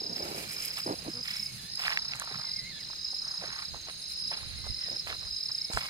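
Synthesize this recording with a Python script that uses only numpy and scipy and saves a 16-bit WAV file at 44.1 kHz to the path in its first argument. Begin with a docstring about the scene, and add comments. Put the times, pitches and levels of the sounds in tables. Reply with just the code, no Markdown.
"""A walk through a night meadow with a hand-held two-port recorder. From the start, over hissing air
and a dull rumble, crickets stridulate: a far chorus, steady tree crickets and near ones trilling in
turns. Fingers rub the case, stones knock, weeds brush the legs and gravel crunches. A far bird begins
to whistle, dry stalks snap and wind puffs on the right port. Near one second a katydid starts to buzz
and something creaks briefly; about halfway through, a higher cricket joins with five chirps."""
import sys
import numpy as np
from scipy import signal
from scipy.fft import rfft, irfft
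from scipy.io import wavfile

SR = 44100
rng = np.random.default_rng(int(sys.argv[2]) if len(sys.argv) > 2 else 0)


def generate_wav(sig):
    """Save sig (samples, or channels by samples) to the path in sys.argv[1] as 16-bit PCM at SR."""
    pcm = np.round(np.clip(np.atleast_2d(sig).T, -1, 1) * 32767).astype(np.int16)
    wavfile.write(sys.argv[1], SR, pcm)


N = 259749

# Spectrum of the night air. Each row: frequency in Hz, relative spectral density in dB.
AIR_SPECTRUM = [(30, -8.5), (60, 4), (140, -20.5), (300, -10.5), (1000, -18), (2200, -12.5), (2800, -11),
                (3350, -13.5), (4500, -6), (5750, -53), (6400, -27), (7300, -26), (9700, -16.5),
                (12000, -35), (16000, -29)]
# Drift of the air's level. Each row: time in seconds, gain in dB.
AIR_DRIFT = [(0, -0.5), (1, -1.5), (1.6, -2.5), (2.8, -0.5), (3.9, -2), (4.8, 1), (5.89, -2.5)]
# A dull far rumble. Each row: time in seconds, level in dB.
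RUMBLE_LEVEL = [(0, -60), (1, -53.5), (1.5, -53), (1.9, -59), (2.4, -56), (3, -62), (4, -58.5),
                (5.2, -60.5), (5.89, -59)]
# Far cricket choruses, lowest first. Each row: pitch in Hz, pitch spread in Hz, glide in Hz,
# strokes per second, stroke length in seconds, level in dB, left minus right in dB.
CHORUSES = [(4098, 446, 346, 1100, 0.00657, -47.5, -4.5), (4982, 352, 370, 590, 0.0139, -48, -3.5),
            (6334, 500, 380, 500, 0.0128, -57, -5)]
# The low chorus and tree crickets grow as the walker nears. Each row: time in seconds, gain in dB.
NEARING_GAIN = [(0, -3), (1, -4), (1.55, -4), (1.9, 0.5), (3.3, 0), (4.4, 1.5), (5.89, 1)]
# Tree crickets. Each row: pitch in Hz, strokes per second, relative level in dB, left minus right in dB.
TREE_TRILLS = [(4086, 82, -54, 2), (4166, 58, -59, 6), (3917, 83, -61, -9)]
# Trills of near crickets. Each row: start in seconds, length in seconds, stroke count at mid-slowing,
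# factor on the gaps, relative peak in dB, lead of the left port in microseconds at start and at end.
NEAR_CRICKET_TRILLS = [(-0.162, 0.39, 6.13, 0.95, -29.5, 37.0, 25.0),
                       (0.017, 0.37, 9.54, 1.017, -35.0, 55.0, 55.0),
                       (0.493, 0.38, 7.29, 0.952, -29.5, 27.0, 21.0),
                       (0.642, 0.35, 10.57, 1.007, -35.5, 55.0, 55.0),
                       (1.102, 0.36, 7.79, 0.935, -29.5, -5.0, 2.0),
                       (1.702, 0.41, 5.06, 0.895, -28.5, 110.0, 50.0),
                       (2.239, 0.06, 8.0, 1.08, -31.5, 35.0, 40.0),
                       (2.325, 0.27, 10.3, 0.95, -27.5, 38.0, 28.0),
                       (2.811, 0.38, 7.08, 1.033, -32.5, 20.0, 25.0),
                       (2.997, 0.38, 8.64, 0.933, -29.5, -5.0, -15.0),
                       (3.342, 0.35, 7.68, 0.974, -32.5, 40.0, 40.0),
                       (4.023, 0.35, 8.19, 1.012, -31.5, 25.0, 50.0),
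                       (4.121, 0.19, 4.97, 0.998, -28.5, -40.0, -47.0),
                       (4.581, 0.41, 10.97, 1.085, -34.5, 35.0, 35.0),
                       (4.69, 0.31, 6.06, 0.997, -28.5, -35.0, -18.0),
                       (5.08, 0.29, 10.89, 1.162, -32.5, -30.0, -20.0),
                       (5.273, 0.38, 7.42, 0.958, -27.5, 28.0, 15.0),
                       (5.69, 0.21, 6.77, 1.017, -29.5, -65.0, -65.0)]
# Fingers rubbing the case. Each row: start in seconds, length in seconds, level in dB.
FINGER_RUBS = [(0, 0.29, -47), (0.196, 0.28, -42), (0.47, 0.35, -55), (0.856, 0.095, -35),
               (0.955, 0.1, -54), (1.048, 0.054, -43), (2.312, 0.0099, -45), (4.905, 0.072, -48),
               (5.699, 0.014, -40.5)]
# Stone knocks and finger taps. Each row: time in seconds, peak in dB, ring frequency in Hz.
KNOCKS_AND_TAPS = [(0.017, -38, 420), (0.098, -39, 208), (0.119, -42, 197), (0.205, -47, 410),
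                   (0.1806, -32, 2240), (0.3702, -40, 2410), (0.7169, -37, 3400), (0.803, -33, 2000),
                   (0.779, -33, 1440), (0.788, -33.5, 1130), (0.861, -29.5, 370), (0.908, -24.5, 290),
                   (1.063, -37, 211), (1.083, -29, 259), (1.796, -46, 840), (1.819, -43, 1520),
                   (1.865, -28, 2370), (1.8797, -16, 1840), (1.886, -36, 1300), (1.905, -27, 1340),
                   (1.923, -21, 1700), (1.929, -25, 1570), (1.94, -36, 1330), (1.9733, -12.5, 2050),
                   (2.135, -21, 2140), (2.198, -36, 1800), (2.1905, -48, 1500), (2.221, -28.5, 1400),
                   (2.238, -37, 796), (2.386, -44, 860), (2.397, -36.5, 1050), (2.217, -31.5, 945),
                   (2.15, -35.5, 980), (2.274, -33, 1000), (2.307, -43, 915), (2.443, -35.5, 1260),
                   (2.9, -41, 980), (2.932, -36, 1400), (3.131, -42.5, 700), (3.244, -40, 1320),
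                   (3.34, -39, 1310), (3.417, -48, 760), (3.423, -40, 600), (3.439, -36, 573),
                   (3.503, -36, 1480), (3.744, -34.5, 856), (3.886, -43, 660), (4.316, -32, 840),
                   (4.432, -40.5, 1100), (4.664, -39, 750), (4.884, -44, 660), (4.914, -43, 496),
                   (4.888, -32, 2360), (4.318, -33, 2100), (5.069, -35.5, 774), (5.073, -24, 1970),
                   (5.127, -28.5, 1710), (5.505, -37, 1950), (5.591, -38, 2100), (5.715, -36, 1120),
                   (5.748, -35, 1320), (5.825, -36, 1200), (5.835, -39, 1300), (5.771, -28, 740),
                   (5.773, -15, 1290)]
# Weeds brushing the legs. Each row: start in seconds, length in seconds, level in dB.
WEED_BRUSHES = [(0.126, 1, -49.5), (0.35, 0.1, -49.5), (0.506, 0.082, -49), (0.583, 0.12, -46),
                (0.779, 0.034, -45.5), (1.22, 0.3, -49.5), (1.466, 0.24, -57.5), (1.779, 0.21, -48.5),
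                (2.146, 0.1, -57), (4.09, 0.052, -55), (5.054, 0.12, -58.5), (5.688, 0.23, -50)]
# Gravel under the shoes. Each row: start in seconds, length in seconds, relative level in dB,
# lower and upper band edges in Hz.
GRAVEL_SCUFFS = [(0.137, 0.76, -50.5, 1110, 3370), (0.766, 0.042, -44.5, 604, 4000),
                 (1.24, 0.18, -43, 1510, 4730), (1.77, 0.074, -51.5, 670, 2520),
                 (1.85, 0.11, -38, 725, 3600), (1.79, 0.16, -42.5, 795, 3200),
                 (1.94, 0.056, -46, 700, 2500), (1.98, 0.19, -54.5, 636, 2500),
                 (2.091, 0.17, -50, 690, 2980), (2.183, 0.36, -50, 715, 2360),
                 (2.308, 0.022, -45.5, 302.6, 1440), (2.95, 0.32, -64, 920, 2820),
                 (3.2, 0.26, -56, 670, 1890), (4.42, 0.21, -55, 1490, 3000), (0.98, 0.5, -57.5, 786, 3000),
                 (3.409, 0.086, -45, 290, 2040), (3.49, 0.17, -45.5, 890, 2280),
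                 (3.733, 0.051, -50.5, 296, 1480), (3.868, 0.048, -46.5, 298, 2960),
                 (4.307, 0.045, -42, 298, 3550), (4.34, 0.092, -47.5, 507, 3040),
                 (4.639, 0.043, -49.5, 200, 1390), (4.8, 0.18, -52, 1510, 3050),
                 (4.86, 0.053, -58.5, 300, 875), (5.062, 0.099, -42.5, 305, 3100),
                 (5.198, 0.092, -54, 305, 2200), (5.492, 0.021, -50, 810, 2320),
                 (5.703, 0.04, -49.5, 195.7, 1750), (5.72, 0.08, -42.5, 6860, 8800),
                 (5.732, 0.21, -41, 627, 3650), (5.766, 0.016, -37.5, 400, 880)]
# A far night bird, one list a whistle. Each row: time in seconds, pitch in Hz, relative level in dB.
BIRD_WHISTLES = [
    [(.17, 2250, -62), (.55, 2380, -57), (.68, 2224, -56), (.71, 2220, -73)],
    [(1.26, 2250, -60), (1.38, 2260, -57), (1.43, 2178, -55), (1.52, 2274, -56), (1.565, 2120, -62),
     (1.59, 1750, -58), (1.625, 1750, -66), (1.66, 1760, -59), (1.69, 1800, -66), (1.77, 2000, -64)],
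    [(2.41, 2090, -60), (2.54, 2097, -54.5), (2.64, 2070, -51), (2.67, 2180, -46), (2.715, 2040, -53),
     (2.722, 1830, -57), (2.76, 1740, -57), (2.79, 1710, -56)],
    [(2.792, 2150, -53), (2.808, 2070, -54), (2.84, 1680, -62)],
    [(4.56, 2132, -66), (4.7, 2030, -60), (4.74, 2030, -72), (4.79, 2130, -61), (4.83, 2020, -59),
     (4.89, 1780, -61)],
    [(5.45, 2066, -70), (5.72, 2230, -60), (5.78, 2280, -55), (5.89, 2160, -57)],
]
# Dry stalks snapping. Each row: time in seconds, peak in dB, ring frequency in Hz.
STALK_SNAPS = [(0.4244, -29, 12300), (0.4341, -36, 9080), (0.521, -28, 11000), (0.5362, -23, 11800),
               (0.578, -35, 10000), (0.623, -23, 6750), (0.6522, -19, 11000), (0.6584, -19, 12900),
               (0.781, -40, 12500), (0.79, -29, 11500), (0.8031, -27, 12000), (1.7575, -29, 8500),
               (2.1567, -27, 7460), (2.1648, -35, 7530), (2.1903, -37, 8300), (2.1981, -15, 7660),
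               (2.1985, -32, 12600), (2.2207, -33, 9270), (2.2497, -31, 9000), (4.12, -40, 9800)]
# Wind puffs. Each row: start in seconds, length in seconds, relative level in dB.
WIND_PUFFS = [(0.454, 0.67, -77), (2.45, 0.25, -57.5), (3.676, 0.17, -52), (4.1, 0.22, -78),
              (4.406, 0.4, -46.5), (4.69, 0.036, -36), (5.033, 0.36, -52), (5.736, 0.056, -33)]
# The katydid's voice. Each row: time in seconds, level in dB, wing resonance in Hz.
KATYDID_VOICE = [(.84, -54, 9970), (1.2, -59.5, 9900), (1.5, -54, 9800), (1.9, -60.5, 9600),
                 (2.6, -60.5, 9750), (3.1, -59.5, 9800), (3.6, -58, 9520), (3.9, -52.5, 9420),
                 (4.2, -53, 9760), (4.5, -55.5, 9850), (4.8, -59, 9450), (5.1, -61.5, 10000),
                 (5.4, -57.5, 9100), (5.6, -56, 9760), (5.89, -59, 9500)]
# The katydid's phrases. Each row: start in seconds, end in seconds.
KATYDID_SPANS = [(.835, 2.05), (2.265, 2.65), (3.105, 3.65), (3.875, 5.89)]
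# A short creak. One row: start in seconds, end in seconds, pitch in Hz.
CREAK_NOTE = (1.135, 1.22, 240)
# Partials of the creak. Each row: harmonic number, level in dB.
CREAK_PARTIALS = [(1, -49), (2, -51), (3, -64), (4, -64), (5, -62)]
# Chirps of the higher cricket. Each row: start in seconds, relative level in dB.
HIGH_CRICKET_CHIRPS = [(2.987, -41.5), (3.229, -39.5), (3.437, -39.5), (3.724, -39.5), (3.931, -44)]
# Strokes of one such chirp. Each row: delay in seconds, gain in dB.
CHIRP_STROKES = [(0, -11), (.021, -6), (.043, -5), (.085, -2.5), (.124, -4)]

STROKE_TOP_HZ, STROKE_END_HZ, STROKE_S = 5396, 4677, 0.0165   # a near cricket's full stroke
QUICK_GAP_S, SLOW_GAP_S, SLOWING_STROKES = .0190, .0342, 1.46
ONSET_LOSS_DB, ONSET_STROKES, QUICK_LOSS_DB = 3, 1.5, 4
GROUND_LAG_S = 0.00019   # sounds from the ground reach the left port later


def from_db(db):
    """Amplitude ratio: tenfold for every 20 dB."""
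    return 10 ** (np.asarray(db) / 20)


def rms_one(x):
    """Normalisation to unit mean power."""
    return x / np.sqrt(np.mean(x ** 2) + 1e-20)


def in_time(rows):
    """Linear interpolation of a table's columns, one value a sample."""
    s, *columns = np.transpose(rows)
    return [np.interp(np.arange(N) / SR, s, c) for c in columns]


def wobble(per_s):
    """Random modulation: straight lines between Gaussian values."""
    points = rng.standard_normal(N // 100)
    return np.interp(np.arange(N) * per_s / SR, np.arange(len(points)), points)


def band(x, low_hz, high_hz):
    """Butterworth band-pass filtering."""
    sos = signal.butter(2, [low_hz, min(high_hz, .45 * SR)], "band", fs=SR, output="sos")
    return signal.sosfilt(sos, x)


def placed(x, pan_db, lag_s):
    """Direction as level and time differences: the left port gains pan_db and lags by lag_s."""
    left = np.interp(np.arange(N) - lag_s * SR, np.arange(N), x)
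    return np.array([left * from_db(pan_db / 2), x * from_db(-pan_db / 2)])


def add(out, s, sound):
    """Superposition of a short sound, starting at s seconds."""
    i = max(round(s * SR), 0)
    out[..., i:i + sound.shape[-1]] += sound[..., :max(N - i, 0)]


def air():
    """Coloured noise: the hiss of the night, partly coherent between the ports."""
    white = rng.standard_normal((2, N))
    hz = np.maximum(np.arange(N // 2 + 1) * SR / N, 1)
    knot_hz, knot_db = np.transpose(AIR_SPECTRUM)
    colour = from_db(np.interp(np.log(hz), np.log(knot_hz), knot_db))
    hiss = rms_one(irfft(rfft(white + 0.11 * white[::-1]) * colour, N))
    level_db = -51.5 + in_time(AIR_DRIFT)[0] + 1.56 * wobble(4.893)
    return from_db(level_db) * hiss * from_db([[-1.5], [1.5]])


def rumble():
    """Amplitude-modulated low noise: a lumpy rumble, nearly the same in both ports."""
    low = band(band(rng.standard_normal(N), 94, 218), 94, 218)
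    lumpy = rms_one(low * from_db(4.0 * wobble(22.0)))
    return placed(from_db(in_time(RUMBLE_LEVEL)[0]) * lumpy, pan_db=0.26, lag_s=0.00051)


def wing_stroke(top_hz, end_hz, length_s, phase, sharpness=0.66):
    """Stridulation: as a wing closes, the scraper slows along the file and the pitch falls."""
    progress = np.linspace(0, 1, max(int(length_s * SR), 8))
    envelope = np.sin(np.pi * progress ** .75) ** sharpness
    hz = top_hz + (end_hz - top_hz) * progress
    return envelope * np.sin(phase + 2 * np.pi * np.cumsum(hz) / SR)


def far_chorus():
    """Incoherent summation: many crickets stroke at unrelated moments from all sides."""
    out, nearing_db = np.zeros((2, N)), in_time(NEARING_GAIN)[0]
    for chorus, gain_db in zip(CHORUSES, (nearing_db, 0, 0)):
        hz, spread_hz, glide_hz, per_s, length_s, db, pan_db = chorus
        layer = np.zeros((2, N))
        for when, up, down, size_db, turn, side in rng.random((int(per_s * N / SR), 6)):
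            top_hz = hz + spread_hz * (up - down) + glide_hz / 2
            for port, phase_shift in enumerate((0, 6.7 * (side - .3))):
                tone = wing_stroke(top_hz, top_hz - glide_hz, length_s, 2 * np.pi * turn + phase_shift)
                add(layer[port], when * N / SR, from_db(size_db) * tone)
        out += from_db(db + gain_db) * rms_one(layer) * from_db([[pan_db / 2], [-pan_db / 2]])
    return out


def tree_crickets():
    """Amplitude modulation: a tone pulsed at the stroke rate, pitch and rate wandering a little."""
    out = 0
    for hz, per_s, db, pan_db in TREE_TRILLS:
        stroke_phase = 2 * np.pi * np.cumsum(per_s + 1.1 * wobble(3.0)) / SR
        pulses = (.5 + .5 * np.cos(stroke_phase)) ** 1.1
        carrier = np.sin(2 * np.pi * np.cumsum(hz + 7 * wobble(8.0)) / SR)
        trill = from_db(db + 0.14 * wobble(11.0)) * rms_one(pulses * carrier)
        out = out + placed(trill, pan_db, lag_s=.00003)
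    return out * from_db(in_time(NEARING_GAIN)[0])


def trill_strokes():
    """Pulse trains that slow and grow. Each row: time and gap in seconds, dB, lead in microseconds."""
    rows, k = [], np.arange(20)
    for start, length, knee, stretch, db, start_lead, end_lead in NEAR_CRICKET_TRILLS:
        slowed = 1 / (1 + np.exp((knee - k) / SLOWING_STROKES))
        gaps = stretch * (QUICK_GAP_S + (SLOW_GAP_S - QUICK_GAP_S) * slowed)
        after = np.cumsum(gaps) - gaps
        loss_db = ONSET_LOSS_DB * np.exp(-k / ONSET_STROKES) + QUICK_LOSS_DB * (1 - slowed)
        level_db = db - loss_db - 0.1 * rng.standard_normal(len(k))
        lead_us = start_lead + (end_lead - start_lead) * after / length
        heard = (after < length + QUICK_GAP_S / 2) & (start + after > 0)
        rows += list(np.transpose([start + after, gaps, level_db, lead_us])[heard])
    return rows


def near_crickets():
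    """Stridulation with ground reflections; quick strokes are shorter and sweep less in pitch."""
    echoes = rng.standard_normal((2, 2600)) * from_db(-60 * np.arange(2600) / SR / 0.2)
    echoes /= np.sqrt(np.sum(echoes ** 2) / 2)
    out, chance = np.zeros((2, N)), rng.random((20 * len(NEAR_CRICKET_TRILLS), 2))
    for (s, gap, db, lead_us), (turn, detune) in zip(trill_strokes(), chance):
        length = min(STROKE_S, .75 * gap)
        sweep_hz = (STROKE_TOP_HZ - STROKE_END_HZ) * length / STROKE_S
        top_hz = (STROKE_TOP_HZ + STROKE_END_HZ + sweep_hz) / 2 + 140 * (detune - .5)
        end_hz = top_hz - sweep_hz
        phase, phase_lead = 2 * np.pi * turn, 2 * np.pi * lead_us * 1e-6 * STROKE_TOP_HZ
        third_harmonic = .011 * wing_stroke(3 * top_hz, 3 * end_hz, length, 3 * phase)
        for port, side in enumerate((.5, -.5)):
            tone = wing_stroke(top_hz, end_hz, length, phase + side * phase_lead, sharpness=1.31)
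            add(out[port], s - 0.42 * length, from_db(db + .3 - 2.4 * side) * (tone + third_harmonic))
    out *= 1 + 0.25 * wobble(300.0)   # wing flutter
    return out + from_db(-9.5) * signal.fftconvolve(out, echoes, axes=1)[:, :N]


def grains(per_s, spread_db):
    """Shot noise: two independent streams of random clicks of uneven size."""
    sizes = from_db(spread_db * np.minimum(rng.exponential(1, (2, N)), 5))
    signs = rng.choice([-1, 1], (2, N))
    return rms_one(sizes * signs * (rng.random((2, N)) < per_s / SR))


def swell(size):
    """An asymmetric envelope that rises a little faster than it fades."""
    return np.abs(np.sin(np.pi * np.linspace(0, 1, size) ** .7)) ** .5


def noise_swells(rows, noise):
    """Windowed noise: each row cuts out a piece, keeps one band, and swells and fades it."""
    out = np.zeros(noise.shape)
    for s, length, db, low_hz, high_hz in rows:
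        first, envelope = max(round(s * SR), 0), swell(int(length * SR))
        piece = rms_one(band(noise[..., first:first + len(envelope)], low_hz, high_hz))
        add(out, s, from_db(db) * piece * envelope[:piece.shape[-1]])
    return out


def finger_rubs(band_hz=(128, 784)):
    """Friction noise: fingers on the case are heard as dull lumps in both ports."""
    rubs = noise_swells([(*row, *band_hz) for row in FINGER_RUBS], grains(700, 1.04)[0])
    return placed(rubs, pan_db=-1.4, lag_s=0.00037)


def impacts(rows, cycles, width, click):
    """Impulse excitation: a knock or snap is a click and decaying noise, ringing about one pitch."""
    out, t = np.zeros(N), np.arange(1500) / SR
    for s, db, hz in rows:
        noise = rng.standard_normal(len(t)) * np.exp(-t * hz / cycles)
        impulse = click * np.sqrt(SR / hz) * (t == 0)
        burst = band(noise + impulse, hz / width, hz * width)
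        add(out, s, burst * from_db(db) / np.max(np.abs(burst)))
    return out


def weeds():
    """Friction as shot noise: weeds brush the legs in swells of bright crackle over a steady rustle."""
    crackle = grains(3500, 3.4) * from_db(2 * wobble(45.0))
    treble = band(crackle + 0.086 * crackle[::-1], 4100, 12900)
    brush = rms_one(treble + 1.9 * band(crackle, 2130, 3340))
    rustle = from_db(-58) * rms_one(band(crackle, 1500, 11200))
    envelope = np.zeros(N)
    for s, length, db in WEED_BRUSHES:
        add(envelope, s, from_db(db) * swell(int(length * SR)) ** 1.73)
    return (envelope * brush + rustle) * from_db([[-2], [2]])


def pebbles(per_s, spread_db, cycles):
    """Damped resonance: clicks strike stones of 14 sizes, each dying by 60 dB in the given cycles."""
    clicks, stone, out = grains(per_s, spread_db)[0], rng.integers(0, 14, N), 0
    for k, hz in enumerate(np.geomspace(350, 4200, 14)):
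        radius, angle = from_db(-60 * hz / (cycles * SR)), 2 * np.pi * hz / SR
        strikes = clicks * (stone == k) + 1e-18
        ring = signal.lfilter([np.sin(angle)], [1, -2 * radius * np.cos(angle), radius ** 2], strikes)
        out = out + hz ** 1.49 * ring
    return rms_one(out)


def gravel():
    """Many small collisions: each scuff is a shower of pebble clicks over sliding grit."""
    stones = pebbles(per_s=2200, spread_db=2.4, cycles=12.0) + .45 * grains(4000, 1.8)[0]
    crunch = placed(stones, pan_db=-5, lag_s=GROUND_LAG_S) + .45 * grains(4000, 1.8)
    return from_db(1.26) * noise_swells(GRAVEL_SCUFFS, crunch * from_db(2.8 * wobble(80.0)))


def bird():
    """Random pitch and level modulation make a whistle hoarse; its octave grows as the note drops."""
    out, tremble, hoarse = np.zeros(N), wobble(40.0), wobble(260.0)
    breaks_db = -8 * np.clip(wobble(30.0) - .3, 0, 2)
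    for whistle in BIRD_WHISTLES:
        s, hz, db = np.transpose(whistle)
        t = np.arange(s[0], s[-1], 1 / SR)
        i, pitch = (t * SR).astype(int), np.interp(t, s, hz)
        phase = 2 * np.pi * np.cumsum(pitch + 30 * tremble[i] + 50 * hoarse[i]) / SR
        octave = np.clip((2150 - pitch) / 200, .15, 1.8) * np.sin(2 * phase)
        level_db = np.interp(t, s, db) + 3.2 * hoarse[-i] + breaks_db[i]
        add(out, s[0], from_db(level_db) * (np.sin(phase) + octave))
    return placed(1.5 * out, pan_db=-4, lag_s=.00003)


def wind(band_hz=(35.2, 103)):
    """Turbulent pressure: low puffs buffet mostly the right port."""
    puffs = noise_swells([(*row, *band_hz) for row in WIND_PUFFS], rng.standard_normal((2, N)))
    return puffs * from_db([[-12], [4]])


def katydid(buzz_s=.078, period_s=.0967, scrape_hz=245):
    """Forced resonance: each buzz is a train of noisy tooth scrapes ringing a broad wing resonance."""
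    out, t = np.zeros((2, N)), np.arange(int(buzz_s * SR)) / SR
    level_db, wing_hz = in_time(KATYDID_VOICE)
    scrapes = (.5 + .5 * np.cos(2 * np.pi * scrape_hz * t)) ** 1.2 * np.sin(np.pi * t / t[-1]) ** .35
    for start, end in KATYDID_SPANS:
        for s in np.arange(start, end, period_s):
            db, hz = level_db[int(s * SR)], wing_hz[int(s * SR)]
            buzz = band(scrapes * rng.standard_normal((2, len(t))), hz - 330, hz + 330)
            add(out, s, from_db(db) * rms_one(buzz) * from_db([[2.0], [-2.5]]))
    return out


def creak():
    """A harmonic series on a slightly shaky fundamental swells and stops."""
    start, end, hz = CREAK_NOTE
    out, t = np.zeros(N), np.arange(int((end - start) * SR)) / SR
    phase = 2 * np.pi * np.cumsum(hz + 16 * wobble(150.0)[:len(t)]) / SR
    tone = sum(from_db(db) * np.sin(k * phase) for k, db in CREAK_PARTIALS)
    add(out, start, tone * np.sin(np.pi * t / t[-1]) ** .5)
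    return placed(out, pan_db=-2.5, lag_s=0)


def high_cricket():
    """Stridulation in groups: five falling strokes make each chirp."""
    out, tone = np.zeros(N), wing_stroke(top_hz=6700, end_hz=5950, length_s=.016, phase=0)
    for s, db in HIGH_CRICKET_CHIRPS:
        for delay, stroke_db in CHIRP_STROKES:
            add(out, s + delay, from_db(db + stroke_db) * tone)
    return out * from_db([[-2], [-5]])


def scene():
    """Linear superposition: the pressures of all sources add at each port."""
    animals = near_crickets() + far_chorus() + tree_crickets() + katydid() + bird() + high_cricket()
    knocks = impacts(KNOCKS_AND_TAPS, cycles=2.9, width=1.325, click=1.1)
    snaps = impacts(STALK_SNAPS, cycles=4.0, width=1.3, click=1.2)
    hits = placed(knocks, pan_db=-4.0, lag_s=GROUND_LAG_S) + placed(snaps, pan_db=-3.5, lag_s=.0001)
    return animals + hits + gravel() + weeds() + finger_rubs() + wind() + creak() + rumble() + air()


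def record(dry):
    """Steep low-pass filtering: everything above 16.8 kHz is at least 60 dB down."""
    return signal.sosfilt(signal.cheby2(12, 60, 16800, fs=SR, output="sos"), dry)


dry = scene()
out = record(dry)
generate_wav(out)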